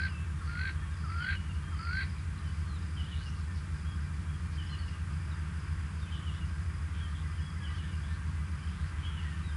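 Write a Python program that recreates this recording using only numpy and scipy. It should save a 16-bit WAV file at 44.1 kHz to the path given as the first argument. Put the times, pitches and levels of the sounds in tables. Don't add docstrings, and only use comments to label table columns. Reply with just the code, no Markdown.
import sys
import numpy as np
from scipy import signal
from scipy.fft import rfft, irfft, next_fast_len
from scipy.io import wavfile

SR = 44100
rng = np.random.default_rng(int(sys.argv[2]) if len(sys.argv) > 2 else 0)


def persist_wave(psi):
    counts = np.round(np.clip(psi, -1, 1) * 32767).astype(np.int16)
    wavfile.write(sys.argv[1], SR, np.atleast_2d(counts).T)


def natural_amplitude(level_db):
    exponent = np.asarray(level_db, float) / 20
    return 10 ** exponent


N = 421596


def evened(x):
    return x / np.sqrt(np.mean(x ** 2) + 1e-20)


def read(points, hz):
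    f, value = np.transpose(points)
    return np.interp(np.log(hz + 1), np.log(f + 1), value)


def add(mix, s, sound):
    at = round(s * SR)
    sound = sound[max(-at, 0):]
    part = mix[max(at, 0):][:len(sound)]
    part += sound[:len(part)]


def resonate(x, hz, width):
    turn = np.exp(2j * np.pi * np.cumsum(hz * np.ones(len(x))) / SR)
    r = np.exp(-np.pi * width / SR)
    smoothed = signal.lfilter([(1 - r) ** 2], [1, -2 * r, r * r], x / turn)
    return 2 * (turn * smoothed).real


def wander(length, hz):
    drift = signal.lfilter(*signal.butter(2, hz, fs=SR), rng.standard_normal(length + SR))
    return evened(drift[SR:])


def coloured(spectrum):
    size = next_fast_len(N)
    colour = natural_amplitude(read(spectrum, np.fft.rfftfreq(size, 1 / SR)))
    return evened(irfft(rfft(rng.standard_normal(size)) * colour, size)[:N])


def bush(x, t60):
    t = np.arange(round(t60 * SR)) / SR
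    struck = (rng.random(len(t)) < .05) * (t > .012)
    taps = rng.standard_normal(len(t)) * struck * natural_amplitude(-60 * t / t60)
    return signal.fftconvolve(x, taps / np.linalg.norm(taps))[:N]


# time in seconds, level in dB.
WASH_LEVEL = [(2.1, -54.5), (2.39, -54.5), (3.78, -55), (4.01, -55.5), (5.51, -52.5), (6.3, -53.5),
              (7.54, -54.5), (7.73, -53), (8.44, -53.5), (9.1, -51.5), (9.56, -53.5)]
# frequency in Hz, density in dB per Hz.
HISS_COLOUR = [(200, -20), (330, 8.5), (450, 10.5), (650, 3.5), (1000, -0.5), (2500, -5), (3300, 3),
               (4000, -7), (5500, -15), (7000, -10), (9000, -5), (11000, -24), (14000, -8.5)]
# frequency in Hz, density in dB per Hz.
WATER_COLOUR = [(600, -30), (800, -8.5), (1000, -1), (1300, -1), (1600, 2), (1750, -4), (2100, -5),
                (2600, -7.5), (3300, -14.5), (4200, -37)]


def air():
    s, db = np.transpose(WASH_LEVEL)
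    swell = natural_amplitude(np.interp(np.arange(N) / SR, s, db) - 0.5 + 0.44 * wander(N, 20))
    hiss_db = -62 + .3 * wander(N, 8)
    return natural_amplitude(hiss_db) * coloured(HISS_COLOUR) + swell * coloured(WATER_COLOUR)


# multiple of the shaft rate,
# level in dB, level below in dB, level above in dB, first swell below in seconds, first swell above in seconds.
ENGINE_ORDERS = [(6, -39.8, -54, -45, .054, .033), (7, -42.2, -64, -55, .1, .109),
                 (9, -61, -72, -65, 0, .06), (12, -51.6, -53, -62, .069, .043),
                 (16, -70, -65, -77, 0, .106), (18, -74, -90, -81, 0, 0), (19, -75, -82, -88, 0, 0),
                 (24, -70.5, -72.5, -76, .099, .038)]
# frequency in Hz, density in dB per Hz.
RUMBLE_COLOUR = [(20, -45), (32, -21), (45, -6.5), (55, 2), (90, -0.5), (105, -6), (140, -4.5), (180, -3.5),
                 (200, -11.5), (225, -19.5), (265, -20.5), (340, -21.5), (500, -41)]


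def machines():
    shaft_hz, stroke_s, wobble_hz = 12.5163, .0495, 7.0508
    t = np.arange(N) / SR
    tones = 0
    for k, db, below_db, above_db, below_s, above_s in ENGINE_ORDERS:
        below = natural_amplitude(below_db) * np.exp(-2j * np.pi * wobble_hz * (t - below_s))
        above = natural_amplitude(above_db) * np.exp(2j * np.pi * wobble_hz * (t - above_s))
        sign = 1 if k < 12 else -1
        turning = np.exp(2j * np.pi * k * shaft_hz * (t - stroke_s))
        tones = tones + sign * ((natural_amplitude(db) + below + above) * turning).real
    return np.sqrt(2) * tones + natural_amplitude(-42) * coloured(RUMBLE_COLOUR)


# pitch in Hz, width in Hz, level in dB.
CHORUS_VOICES = [(667.5, 48, -78), (1107, 33, -69.5), (1208, 59, -66.5), (1339, 120, -68.5),
                 (1588, 91, -64.5), (1790, 44, -68), (1868, 51, -72), (1992, 100, -71), (2342, 150, -71),
                 (4730, 1700, -71.5)]


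def chorus():
    total = 0
    for hz, width, db in CHORUS_VOICES:
        spells = natural_amplitude(db + 3.66 * wander(N, 6.7))
        total = total + spells * evened(resonate(rng.standard_normal(N), hz, width))
    return total


# start in seconds, length in seconds, start pitch in Hz, end pitch in Hz, level in dB.
BUZZY_CALLS = [(2.97, 0.2, 3250, 3350, -63), (3.0, 0.31, 3100, 5900, -58.5), (4.569, .25, 3120, 3020, -62),
               (6.1, 0.11, 3270, 3350, -57), (6.25, .15, 3150, 3600, -60), (6.934, 0.092, 3150, 3200, -58),
               (7.16, 0.064, 3320, 3450, -59.5), (7.7, .22, 3240, 3500, -63),
               (8.028, 0.15, 3350, 4800, -63.5), (8.577, .32, 3000, 4800, -64.5),
               (8.969, 0.49, 3160, 2700, -60.5)]


def buzz(s, length, start_hz, end_hz, db):
    t = np.arange(s, s + length, 1 / SR)
    u = (t - s) / length
    count = np.floor(135 * t + .04 * wander(len(t), 60))
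    pulses = np.diff(count, prepend=np.floor(135 * t[0])) > 0
    drive = pulses * rng.uniform(.75, 1, len(t)) + .015 * rng.standard_normal(len(t))
    hz = start_hz + (end_hz - start_hz) * u ** 2.7
    ring = resonate(drive, hz, 720 + 0.15 * abs(end_hz - start_hz))
    edge_db = -4.5 * (2 * u ** 1.4 - 1) ** 2
    return s, natural_amplitude(db + edge_db) * evened(ring)


def tick(s, db, length=.024):
    u = np.linspace(-1, 1, round(length * SR))
    hz = (4950 - 600 * u) * rng.uniform(.99, 1.01)
    return s - length / 2, natural_amplitude(db) * np.hanning(len(u)) * np.sin(2 * np.pi * np.cumsum(hz) / SR)


# start in seconds, length in seconds, level in dB.
TRILL_RUNS = [(-.185, .3, -53), (0.945, .3, -55), (1.64, .13, -60), (1.909, .3, -57), (2.328, .3, -62),
              (2.762, .3, -56.5), (3.414, .25, -63), (3.726, .3, -57.5), (3.902, .3, -68),
              (4.328, .25, -64), (4.605, .3, -57), (5.111, .3, -57.5), (5.54, .21, -57), (5.766, .25, -59),
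              (6.097, .09, -58), (6.321, .09, -61), (6.426, .26, -60), (6.485, .26, -65), (6.68, .16, -60),
              (7.17, .25, -59), (7.398, .3, -56.5), (7.83, .3, -58.5), (8.45, .3, -58.5), (8.63, .25, -62),
              (9.467, .09, -56)]


def trills():
    k = np.arange(8)
    gaps = .049 - .019 * .7 ** k
    at = np.r_[0, np.cumsum(gaps)[:-1]]
    ticks = []
    for s, span, db in TRILL_RUNS:
        soft_db = -5.5 * 0.31 ** k + 1.5 * rng.standard_normal(len(k))
        ticks += [(s + a, db + soft) for a, soft in zip(at, soft_db) if a < span and s + a > -.01]
    return ticks


def note(s, length, start_hz, middle_hz, end_hz, db, flutter=.12):
    u = np.linspace(-1, 1, round(length * SR))
    bend = (end_hz + start_hz) / 2 - middle_hz
    hz = middle_hz + (end_hz - start_hz) / 2 * u + bend * u ** 2
    shape = signal.windows.tukey(len(u), .3) * (1 + flutter * wander(len(u), 110))
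    hz += 70 * flutter * wander(len(u), 120)
    return s, np.sqrt(2) * natural_amplitude(db) * shape * np.sin(2 * np.pi * np.cumsum(hz) / SR)


# time into the phrase in seconds, length in seconds, pitch in Hz, fall in Hz, level in dB.
PHRASE_NOTES = [(0, 0.063, 3020, 292, 0.5), (0.066, .014, 2980, 40, -7), (0.102, 0.027, 3090, 60, -6),
                (.148, 0.041, 2924, 180, 0.5), (.245, 0.035, 2960, 40, -7), (.294, .032, 2830, 170, -4),
                (.345, .04, 2870, 70, -11)]
# start in seconds, length in seconds, level in dB.
PHRASES_SUNG = [(1.198, .4, -52.5), (2.963, .4, -50.5), (4.574, .4, -52), (6.116, .33, -53),
                (7.631, .33, -53), (9.023, .2, -53.5)]
# start in seconds, length in seconds, top pitch in Hz, level in dB.
ARCHED_WHISTLES = [(.75, .17, 3290, -67), (1.218, 0.111, 3290, -56), (1.629, .09, 3200, -65),
                   (3.848, 0.1, 3310, -61), (4.264, 0.11, 3310, -65), (7.32, .07, 3180, -68),
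                   (7.398, 0.12, 3340, -61), (7.612, .06, 3350, -60), (7.75, .06, 3380, -62),
                   (8.032, .03, 3400, -59), (9.04, .075, 3290, -52)]
# start in seconds, length in seconds, pitch in Hz, level in dB.
LEVEL_WHISTLES = [(.382, .025, 3600, -65.5), (3.47, .074, 1790, -59), (7.29, .06, 2000, -61),
                  (7.596, 0.064, 1665, -54.5), (7.678, 0.064, 1960, -58), (7.69, .043, 3930, -68),
                  (8.092, 0.06, 1780, -56.4), (8.36, .061, 2010, -61), (8.927, 0.088, 1980, -61),
                  (9.246, 0.048, 1900, -52), (9.31, .073, 1800, -56), (9.44, .04, 1996, -60),
                  (9.51, 0.042, 3150, -62)]
# start in seconds, length in seconds, middle pitch in Hz, level in dB.
FALLING_CHIPS = [(2.18, .02, 3950, -65), (2.375, .022, 4030, -62), (2.805, .015, 3700, -68.5),
                 (2.82, .025, 3820, -68), (3.43, .027, 3950, -68), (4.13, .03, 4620, -67.6),
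                 (5.31, 0.036, 3760, -62.3), (6.06, .035, 3040, -59), (6.074, .03, 2550, -61),
                 (6.223, .03, 3360, -63), (7.148, .025, 3310, -57), (7.38, 0.025, 2950, -60),
                 (8.62, .04, 3060, -62), (8.67, 0.031, 3150, -60)]
# start in seconds, length in seconds, start pitch in Hz, end pitch in Hz, level in dB.
QUICK_SLIDES = [(.076, .085, 3080, 2670, -59), (.145, .09, 2680, 2635, -55), (4.673, .017, 5250, 5500, -64),
                (4.693, .02, 3950, 4230, -60), (4.78, .048, 4600, 4380, -58)]
LATE_DROOPS = [(.899, .065, 3760, 3350, -68), (1.7, .08, 3250, 2950, -63), (2.437, .078, 3080, 2920, -62),
               (2.663, .13, 4300, 3450, -62.5), (4.708, .045, 4220, 4080, -57),
               (6.013, .042, 3700, 3420, -60), (6.995, .085, 3320, 2980, -56),
               (9.431, .088, 3920, 3470, -61)]


def songbirds():
    notes = []
    for s, span, db in PHRASES_SUNG:
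        for at, length, hz, fall, note_db in PHRASE_NOTES:
            if at < span:
                notes.append((s + at, length, hz + fall / 2, hz, hz - fall / 2, db + note_db, .34))
    for s, length, hz, db in ARCHED_WHISTLES:
        notes.append((s, length, hz * .96, hz, hz * .96, db))
    for s, length, hz, db in LEVEL_WHISTLES:
        notes.append((s, length, hz * 1.025, hz, hz * 1.005, db))
    for s, length, hz, db in FALLING_CHIPS:
        fall = 0.184 * (hz - 2260)
        notes.append((s, length, hz + fall, hz, hz - fall, db))
    for rows, done in ((QUICK_SLIDES, .82), (LATE_DROOPS, .25)):
        notes += [(s, length, a, a + done * (b - a), b, db) for s, length, a, b, db in rows]
    return notes


# start of the falling lead-in in seconds, onset of the whistle in
# seconds, its top in seconds, its end in seconds, level at the top in dB.
CALL_MOMENTS = [
    (-.25, -.17, 0.051, 0.093, -35),
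    (.398, .478, .668, 0.72, -37.5),
    (1.031, 1.099, 1.314, 1.368, -35.5),
    (1.708, 1.794, 1.998, 2.057, -36),
]
# lead-in under the top in dB, raise of the whistle's start in Hz, high rasp over rasp effort in dB.
CALL_TEMPER = [
    (-12, 0.5, -5.5),
    (-14, 54, -6.5),
    (-11, 5, -7),
    (-11.5, -10, -2.5),
]
# stage (0 onset, 1 top, 2 end), pitch in Hz, whistle level in dB, rasp effort in dB.
WHISTLE_SHAPE = [
    (0, 1305, -8, -55),
    (.15, 1355, -12, -53.5),
    (.45, 1390, -5, -52.5),
    (.65, 1480, -4, -48),
    (1.0, 1603, -0.5, -46.5),
    (1.45, 1514, -5, -46),
    (1.8, 1587, -17, -52),
    (2.0, 1490, -30, -68),
]


def gesture(start, onset, top, end, db, lead_db, raise_hz, high_db):
    stage, hz, whistle_db, rasp_db = np.transpose(WHISTLE_SHAPE)
    hz = hz + raise_hz * np.clip(1 - stage, 0, 1)
    rise_s, lead_s, lead_top_hz, lead_fall_hz = 0.013, 0.0449, 1460, 271
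    pause = onset - .008 - start - lead_s
    lead_at = start + np.array([0, rise_s, lead_s, lead_s + pause])
    lead_hz = [lead_top_hz, lead_top_hz - lead_fall_hz * rise_s / lead_s,
               lead_top_hz - lead_fall_hz + raise_hz, hz[0] - 30]
    fade_db = -14 * (pause / .03) ** 2
    lead_db = lead_db + np.array([-14, 0, -5, -4 + fade_db])
    s = np.r_[lead_at, np.interp(stage, [0, 1, 2], [onset, top, end])]
    rasp_db = np.r_[-66 + np.array([-9, -2, 0, 5]), rasp_db]
    high_db = rasp_db + high_db - 4.5 * np.clip((s - top) / (end - top), -.4, 1)
    through = np.clip((s - onset) / (end - onset), 0, 1)
    high_hz = 4723 - 606 * through - 3.8 * raise_hz * (1 - through)
    return np.transpose([s, np.r_[lead_hz, hz], db + np.r_[lead_db, whistle_db], rasp_db, high_db, high_hz])


# time of one burst in seconds, bursts per second, time in seconds where
# the rattle smears into a hiss, time in seconds of a catch in the whistle.
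THROAT_RATTLE = [
    (0.019, 61, 0.058, 0.048),
    (0.574, 50, 0.66, 0.65),
    (1.247, 48, 1.257, 1.259),
    (1.912, 49.5, 1.975, 1.775),
]
# frequency in Hz, width in Hz, level in dB.
LOW_THROAT = [(2050, 770, 10), (2450, 130, -7.5), (3150, 260, -5)]


def hornbill(rows, rattle):
    s, *columns = np.transpose(rows)
    t = np.arange(s[0], s[-1], 1 / SR)
    hz, whistle_db, low_db, high_db, high_hz = (np.interp(t, s, c) for c in columns)
    at, rate, smear, catch = rattle
    phase = 2 * np.pi * ((t - at) * rate + .03 * wander(len(t), 15))
    burst = np.exp(2.3 * (np.cos(phase) - 1))
    hiss = np.clip((t - smear) / 0.044, 0, 1)
    breath, whisper = rng.standard_normal((len(t), 2)).T
    peak = np.diff(np.sign(np.diff(burst, prepend=0)), prepend=0) < 0
    snap = 7 * peak * rng.uniform(.75, 1, len(t))

    drive = breath * (burst + .3 + .8 * hiss) + 1.2 * snap
    low = sum(natural_amplitude(db) * evened(resonate(drive, f, width)) for f, width, db in LOW_THROAT)

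    drive = whisper * (burst + .55 + .6 * hiss) + .9 * snap
    high = 0
    for shift in (-150, 130):
        high = high + resonate(resonate(drive, high_hz + shift, 420), high_hz + shift, 700)

    flip = np.tanh((t - catch) / 0.0022)
    sway = .9 + .55 * burst + .2 * wander(len(t), 90)
    tone = np.sin(2 * np.pi * np.cumsum(hz + 10 * wander(len(t), 41)) / SR)
    whistle = np.sqrt(2) * flip * sway * tone
    whistle += (.17 + .4 * hiss) * evened(resonate(resonate(breath, hz, 450), hz, 450))
    return s[0], natural_amplitude(whistle_db) * whistle + natural_amplitude(low_db) * evened(low) + natural_amplitude(high_db) * evened(high)


def scene():
    near, far, buzzing, ticks = np.zeros((4, N))
    for row in BUZZY_CALLS:
        add(buzzing, *buzz(*row))
    for row in trills():
        add(ticks, *tick(*row))
    for row in songbirds():
        add(far, *note(*row))
    for moments, temper, rattle in zip(CALL_MOMENTS, CALL_TEMPER, THROAT_RATTLE):
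        add(near, *hornbill(gesture(*moments, *temper), rattle))
    buzzing = buzzing + natural_amplitude(-9) * bush(buzzing, .3)
    ticks = natural_amplitude(-2) * ticks + natural_amplitude(-4.5) * bush(ticks, .3)
    far = far + natural_amplitude(-7) * bush(far, .4)
    near = near + natural_amplitude(-14) * bush(near, .25)
    return (air() + machines() + chorus() + buzzing + ticks + far + near)[None]


def band_limit(x):
    return signal.sosfilt(signal.butter(12, 11440, fs=SR, output="sos"), x)


def record(dry):
    edge = signal.firwin(1023, 11120, window=("kaiser", 9), fs=SR)
    mix = signal.oaconvolve(dry, edge[None], "same")
    return band_limit(mix)


dry = scene()
out = record(dry)
persist_wave(out)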